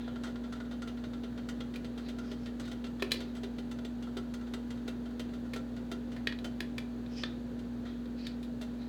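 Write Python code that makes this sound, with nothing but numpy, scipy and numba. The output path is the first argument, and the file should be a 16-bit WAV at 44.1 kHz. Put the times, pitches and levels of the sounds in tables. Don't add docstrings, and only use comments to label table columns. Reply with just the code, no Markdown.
import sys
import numpy as np
from scipy import signal
from scipy.fft import rfft, irfft
from scipy.io import wavfile
from scipy.ndimage import uniform_filter1d
from numba import njit

SR = 44100
rng = np.random.default_rng(int(sys.argv[2]) if len(sys.argv) > 2 else 0)


def output_pcm(signal):
    pcm = np.clip(np.atleast_2d(signal).T, -1, 1) * 32767
    wavfile.write(sys.argv[1], SR, np.round(pcm).astype(np.int16))


N = 391608

# pitch in Hz, level in dB rms, waver in dB.
HUM_TONES = [(58.0, -50.7, .3), (215.6, -60, 1.5), (239.9, -40.1, .5), (283.2, -54.3, 1.2), (522, -67, 1.5),
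             (116.2, -61, 2.5), (120.1, -60, 2.5), (464, -66, 2.5), (812.6, -73, 1.5), (986.7, -75, 1.5)]
# frequency in Hz, relative density in dB per Hz.
AIR_COLOUR = [(25, -45), (40, -16), (75, -12.5), (118, -1), (200, -3.5), (350, -3.5), (480, -7),
              (700, -14.5), (1100, -22.5), (1450, -20), (1750, -22), (2100, -29), (2900, -29.5),
              (3800, -28), (4600, -30.5), (5100, -38.5), (6500, -37), (9000, -44.5), (16000, -46.5)]
AIR_DB = -48.5
# frequency in Hz, time to fall 60 dB in seconds.
ROOM_DECAY = [(300, 0.46), (1500, 0.25), (4000, 0.22), (10000, 0.18)]

# start in seconds, peak level in dB, thud shift in dB,
# body shift in dB, treble shift in dB, rattle in ms.
TICKS = [(0.0074, -51.5, -6, -4, -10, 14), (0.078, -43, 5, 8, -10, 10.4), (0.158, -44.5, 0, 3, -9, 13),
         (0.2345, -40, -8, 7, 2.5, 23), (0.2673, -46.5, 1, 0, -3, 27), (0.3565, -45.5, -5, 4.5, -7, 11),
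         (0.437, -48, 4, 3, -5, 24), (0.5239, -41, -5, 6, 2, 15), (0.5555, -46.5, 5, 6, -6, 20),
         (0.601, -42.5, -5, 7.5, -7, 11), (0.649, -50.5, 7, 6, -9, 16), (0.7105, -46, 2, 2.5, -4, 24),
         (0.819, -40.5, -16, 8, 3, 13.5), (0.874, -44, 6.5, -4, -1, 19), (0.9712, -49.5, 1, 1, -5, 18),
         (1.038, -44, 5, 0, -7, 16), (1.133, -46, 1, 3, -4, 14), (1.2347, -46.5, 7, -4, -3, 15),
         (1.3236, -53, 8, 11, -3, 13), (1.3756, -46, 2, -1.5, -4, 17), (1.487, -38.5, -10, 2, 5, 15),
         (1.6042, -40.5, 3, -4, -4, 10), (1.7384, -45.5, -7, -3, 0, 17), (1.8446, -45.5, 6, -9, -2, 13),
         (1.9761, -45, 5.5, -1.5, 0, 18), (2.0855, -44, -6, -8, 1.5, 18), (2.1848, -43.5, -1, 3, 3, 11),
         (2.2398, -50.5, -2, 9, -7, 22), (2.3134, -43, 1, -5, -1, 16), (2.458, -44.5, -4, -5, -2, 21),
         (2.5965, -43, -9, 3, 6, 19), (2.652, -51, -9, -12, 5, 16), (2.676, -44, -6, 4, 2, 20),
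         (2.7142, -43, 4, -6, 1, 15), (2.8404, -43.5, -8, -4, -3, 17), (2.8646, -48, -3, 0, 0, 13),
         (3.2036, -43.5, 2, -3, 0, 19), (3.3495, -49.5, 5, -8, 4, 18), (3.3652, -46, -3, 2, 3, 15),
         (3.4328, -42.5, 2, -5, -1, 14), (3.5834, -44, 7, -7, -1, 14), (3.712, -43, 0, 0, 5, 14),
         (3.7867, -46.5, 1, 6, -1, 8), (3.8478, -43, 6, -9, -0.5, 13), (4.024, -49.5, -2, -2, 3, 18),
         (4.0701, -47, 7, 12, -1, 20), (4.1682, -40, 7.5, 0, 1, 15), (4.338, -43.5, -4, 0, 5.5, 11),
         (4.4108, -51, -8, 6, -2, 15), (4.4692, -51.5, 7, 2, -5, 15), (4.5364, -38.5, 2, -1, 2, 11),
         (4.7047, -44.5, -7, 1, 4, 14), (4.7726, -52.5, -3, 3, -1, 14), (4.8778, -40, 6, -6.5, 2.5, 15),
         (5.056, -50.5, 5, 1, -3, 14), (5.1053, -57, -2, 8, 4, 16), (5.1947, -40, 7, -4.5, 2.5, 12.6),
         (5.2876, -56, 3, -5, -1, 18), (5.3351, -48.5, 9, 0, 0, 21), (5.4525, -54, 14, 6, 2, 18),
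         (5.5598, -39, 6, 1, 2.5, 14.4), (5.7633, -49.5, -5, 3, 1, 16), (5.9147, -38.5, 3, 0, 3.5, 13),
         (6.1168, -49, -4, 1, 0, 25), (6.443, -39, 6.5, -2, 3.5, 17.5), (7.5904, -52.5, -3, -5, 5, 13),
         (7.8527, -49, -6, 8, -3, 32), (8.6121, -43.5, 4, -2.5, 5, 21)]
# mode in Hz, level in dB, time to fall 60 dB in seconds.
METAL_MODES = [(397, 6.5, 0.024), (510, -3.5, 0.084), (637.5, 9, 0.081), (1365, 8.5, 0.066),
               (1431, 8.5, 0.093), (1954, 2.5, 0.022), (2810, 5, 0.063), (3158, 8.5, 0.074),
               (3550, 3.5, 0.012), (4050, -4, 0.0095), (4630, 1.5, 0.059), (5650, -7, 0.067),
               (6200, 3, 0.034), (7720, 9, 0.084)]

# loudest moment in seconds, rise in seconds, fall in seconds,
# level in dB, centre in Hz.
RUBS = [(.06, 0.23, .16, -58, 3350), (2.07, 0.086, .07, -58, 3970), (2.31, .16, .07, -62, 4860),
        (2.44, .1, .06, -67, 4890), (2.65, 0.049, 0.1, -56, 3840), (3.135, .006, 0.19, -50, 4260),
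        (7.19, 0.097, 0.15, -51, 4950), (7.27, .04, 0.16, -57, 3720), (7.87, 0.019, .16, -57.5, 3500),
        (8.19, .03, .12, -57, 4200), (8.255, .07, 0.1, -53.5, 4370), (8.82, 0.069, .2, -62.5, 4000)]
RUB_EDGE_DB, RUB_ROUND = -19, 1.16
RUB_SAG_HZ_PER_S = 2300

# start in seconds, peak level in dB, thud shift in dB,
# body shift in dB, treble shift in dB, rattle in ms, favoured ring in Hz.
SNAPS = [(1.758, -40, 3, -5, 5, 8.3, 2380), (2.9963, -44.5, -3, 8, -2, 18, 3480),
         (3.0224, -26.5, 10.5, 2, -2, 3.6, 2460), (3.1085, -38, -10, -4, 1, 5.6, 3000),
         (3.1175, -19.5, -10, -7.5, 5, 3.54, 4090), (3.142, -39, 17.5, -2, 4, 1.5, 2600),
         (5.5343, -37.5, 2, 1, 4, 10, 2160), (6.1632, -44.5, 13, 4, -4, 13, 2050),
         (6.2718, -21, -4.5, -7.5, -9.5, 2.5, 1800), (6.3234, -35.5, -5, 2, -10, 3.4, 1870),
         (6.3876, -42.5, 7, -8, -3, 2.7, 3900), (6.605, -28, 2, -7, 0.5, 2.2, 1700),
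         (6.781, -32, -5, 1, 2, 3.5, 2300), (7.062, -49.5, 0, -2, -8, 3.5, 3700),
         (7.235, -27, -8, 4.5, -12, 3.4, 3500), (8.0558, -51, 3, 8, 0, 3.5, 3600),
         (8.268, -35, -20, -3, 4.5, 4, 3680), (8.428, -48, -5, -2, 9, 15, 3620)]
# mode in Hz, level in dB, time to fall 60 dB in seconds.
JAR_MODES = [(340, 5, .05), (430, 8, .05), (510, 6, .06), (1060, -4, .02), (1800, -1, .022),
             (2390, -2, .022), (3400, -2, .018), (4060, -1, .022), (4650, -3, .015), (6690, -4, .012),
             (7800, -4, .012), (10700, -5, .01)]
GRIP_DB = 8.5

# frequency in Hz (thud, hollow, ring, knock, edge, click, air, top).
COLOUR_HZ = [450, 850, 1400, 2400, 3900, 7000, 13000, 17000]
TICK_COLOUR_DB = [-4, -8, -8, -12, -13, -22, -34, -36]
SNAP_COLOUR_DB = [-10, -17, -10, -12.5, -11.5, -27, -32, -37]
THUD_SHARE = [1, 0.34, 0.035, 0, 0.032, 0, 0.24, 0.19]
BODY_SHARE = [-0.018, 0.76, 0.94, -0.25, 0, 0.18, -0.092, 0]
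TREBLE_SHARE = [0, 0.069, 0.04, .1, 0.055, 0.81, 1.1, 1.1]

TOP_HZ = 17100


def undb(db):
    return 10 ** (np.asarray(db) / 20)


def walk(rate):
    hold = int(SR / rate)
    steps = np.repeat(rng.standard_normal(N // hold + 1), hold)
    return 0.63 * uniform_filter1d(uniform_filter1d(steps, hold), hold)[:N]


def on_log(hz, points_hz, values):
    return np.interp(np.log(hz + 1), np.log(points_hz), values)


def hum():
    t = np.arange(N) / SR
    total = np.zeros(N)
    for pitch_hz, db, waver_db in HUM_TONES:
        gain = np.sqrt(2) * undb(db + waver_db * walk(7.3))
        cycles = pitch_hz * t + rng.random()
        total += gain * np.sin(2 * np.pi * cycles + 0.12 * waver_db * walk(5.5))
    return total


def fan():
    hz = np.arange(N // 2 + 1) * SR / N
    noise = rfft(rng.standard_normal(N)) * undb(on_log(hz, *np.transpose(AIR_COLOUR)))
    high_share = hz / (hz + 1500)
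    lows = irfft(noise * (1 - high_share), N) * undb(0.5 * walk(2.17))
    highs = irfft(noise * high_share, N) * undb(0.33 * walk(1.87))
    air = lows + highs
    return air * undb(AIR_DB) / air.std()


def kitchen(x, first_s=0.0083, size=22050):
    t = np.arange(size) / SR
    hz = np.arange(size // 2 + 1) * SR / size
    noise = rfft(rng.standard_normal(size))
    tail = np.zeros(size)
    for centre_hz in 125 * 2. ** np.arange(8):
        octaves_off = np.log2((hz + 1) / centre_hz)
        band = np.cos(np.pi / 2 * np.clip(octaves_off, -1, 1)) ** 2
        t60 = on_log(centre_hz, *np.transpose(ROOM_DECAY))
        tail += irfft(noise * band, size) * undb(-60 * t / t60)
    tail *= 1 - np.exp(-(t / first_s) ** 2)
    return signal.fftconvolve(x, tail / np.sqrt(np.sum(tail ** 2)))[:N]


def counter(x, t60=0.035, size=4096):
    i = np.arange(size)
    spectrum = rfft(rng.standard_normal(size) * undb(-60 * i / SR / t60) * (i > 60))
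    evened = spectrum / np.sqrt(uniform_filter1d(np.abs(spectrum) ** 2, size=16))
    tail = irfft(evened)[:size // 2]
    return signal.fftconvolve(x, tail / np.sqrt(np.sum(tail ** 2)))[:N]


def colour(base_db, thud_db, body_db, treble_db):
    shares = np.array([THUD_SHARE, BODY_SHARE, TREBLE_SHARE])
    return base_db + np.array([thud_db, body_db, treble_db]) @ shares


def ring(hz, modes):
    out = 0
    for mode_hz, db, t60 in modes:
        width = np.log(1000) / (np.pi * t60)
        out = out + undb(db) * 1j * hz * width / (mode_hz ** 2 - hz ** 2 + 1j * hz * width)
    return out


def blows(events, modes, rise_s, crack_db, hold, size=8192):
    out = np.zeros(N + size)
    t = np.arange(size) / SR
    hz = np.arange(size // 2 + 1) * SR / size
    for start_s, peak_db, colour_db, rattle_ms, extra_modes in events:
        struck = [(mode_hz * (1 + 0.015 * rng.standard_normal()), db + 2.5 * rng.standard_normal(), t60)
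                  for mode_hz, db, t60 in modes]
        fade = np.exp(-(t * 1000 / max(rattle_ms, 0.5)) ** hold)
        push = rfft(rng.standard_normal(size) * (1 - np.exp(-t / rise_s)) * fade)
        push /= np.sqrt(uniform_filter1d(np.abs(push) ** 2, size=56))
        tone = undb(on_log(hz, COLOUR_HZ, colour_db)) * hz / (hz + 250)
        sound = irfft(push * (ring(hz, struck + extra_modes) + undb(crack_db)) * tone)
        sound[-size // 8:] = 0
        heard = irfft(rfft(sound) * (hz > 1000) * (hz < 9000))
        peak = np.sqrt(2 * uniform_filter1d(heard ** 2, size=88).max())
        i = int(start_s * SR)
        out[i:i + size] += sound * undb(peak_db) / peak
    return out[:N]


def ticks():
    events = []
    for start_s, peak_db, thud_db, body_db, treble_db, rattle_ms in TICKS:
        colour_db = colour(TICK_COLOUR_DB, thud_db, body_db, treble_db)
        events.append((start_s, peak_db, colour_db, rattle_ms, []))
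    return blows(events, METAL_MODES, rise_s=0.00091, crack_db=-3.0, hold=1.17)


@njit
def moving_band(x, hz, q):
    y, band, low = np.empty(len(x)), 0., 0.
    for i in range(len(x)):
        g = np.tan(np.pi * hz[i] / SR)
        v = (band + g * (x[i] - low)) / (1 + g * (g + 1 / q))
        band, low, y[i] = 2 * v - band, low + 2 * g * v, v / q
    return y


def rubs(grit_db=3.5, q=2.9, broad_db=-4.5):
    t = np.arange(N) / SR
    gain, hz = np.zeros(N), np.full(N, 4000.)
    for loudest_s, rise_s, fall_s, db, centre_hz in RUBS:
        start_s, end_s = loudest_s - rise_s, loudest_s + fall_s
        off_peak = np.interp(t, [start_s, loudest_s, end_s], [1, 0, 1])
        swell = undb(db + RUB_EDGE_DB * off_peak ** RUB_ROUND) * (t > start_s) * (t < end_s)
        sagging_hz = centre_hz - RUB_SAG_HZ_PER_S * np.maximum(t - loudest_s, 0)
        hz = np.where(swell > gain, np.clip(sagging_hz, 500, 12000), hz)
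        gain = np.maximum(gain, swell)
    grit = rng.standard_normal(N) * undb(grit_db * walk(440))
    resonance = moving_band(moving_band(moving_band(grit, hz, q), hz, q), hz, 2.6)
    skirt_hz = 0.56 * hz
    skirt = moving_band(moving_band(grit, skirt_hz, 1.3), skirt_hz, 1.3)
    scrape = resonance + undb(broad_db) * skirt
    return uniform_filter1d(gain, size=441) * scrape / scrape.std()


def snaps():
    events = []
    for start_s, peak_db, thud_db, body_db, treble_db, rattle_ms, grip_hz in SNAPS:
        colour_db = colour(SNAP_COLOUR_DB, thud_db, body_db, treble_db)
        grip_mode = (grip_hz, GRIP_DB, 0.012)
        events.append((start_s, peak_db, colour_db, rattle_ms, [grip_mode]))
    return blows(events, JAR_MODES, rise_s=0.00049, crack_db=-2.0, hold=1.23)


def scene():
    far = ticks()
    jar = snaps() + rubs()
    room_echoes = kitchen(undb(-10) * far + undb(-9) * jar)
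    counter_echoes = undb(-7.5) * counter(jar)
    return (hum() + fan() + far + jar + room_echoes + counter_echoes)[None]


def record(dry):
    low_pass = signal.ellip(10, 0.2, 80, TOP_HZ, fs=SR, output="sos")
    return signal.sosfilt(low_pass, dry)


dry = scene()
out = record(dry)
output_pcm(out)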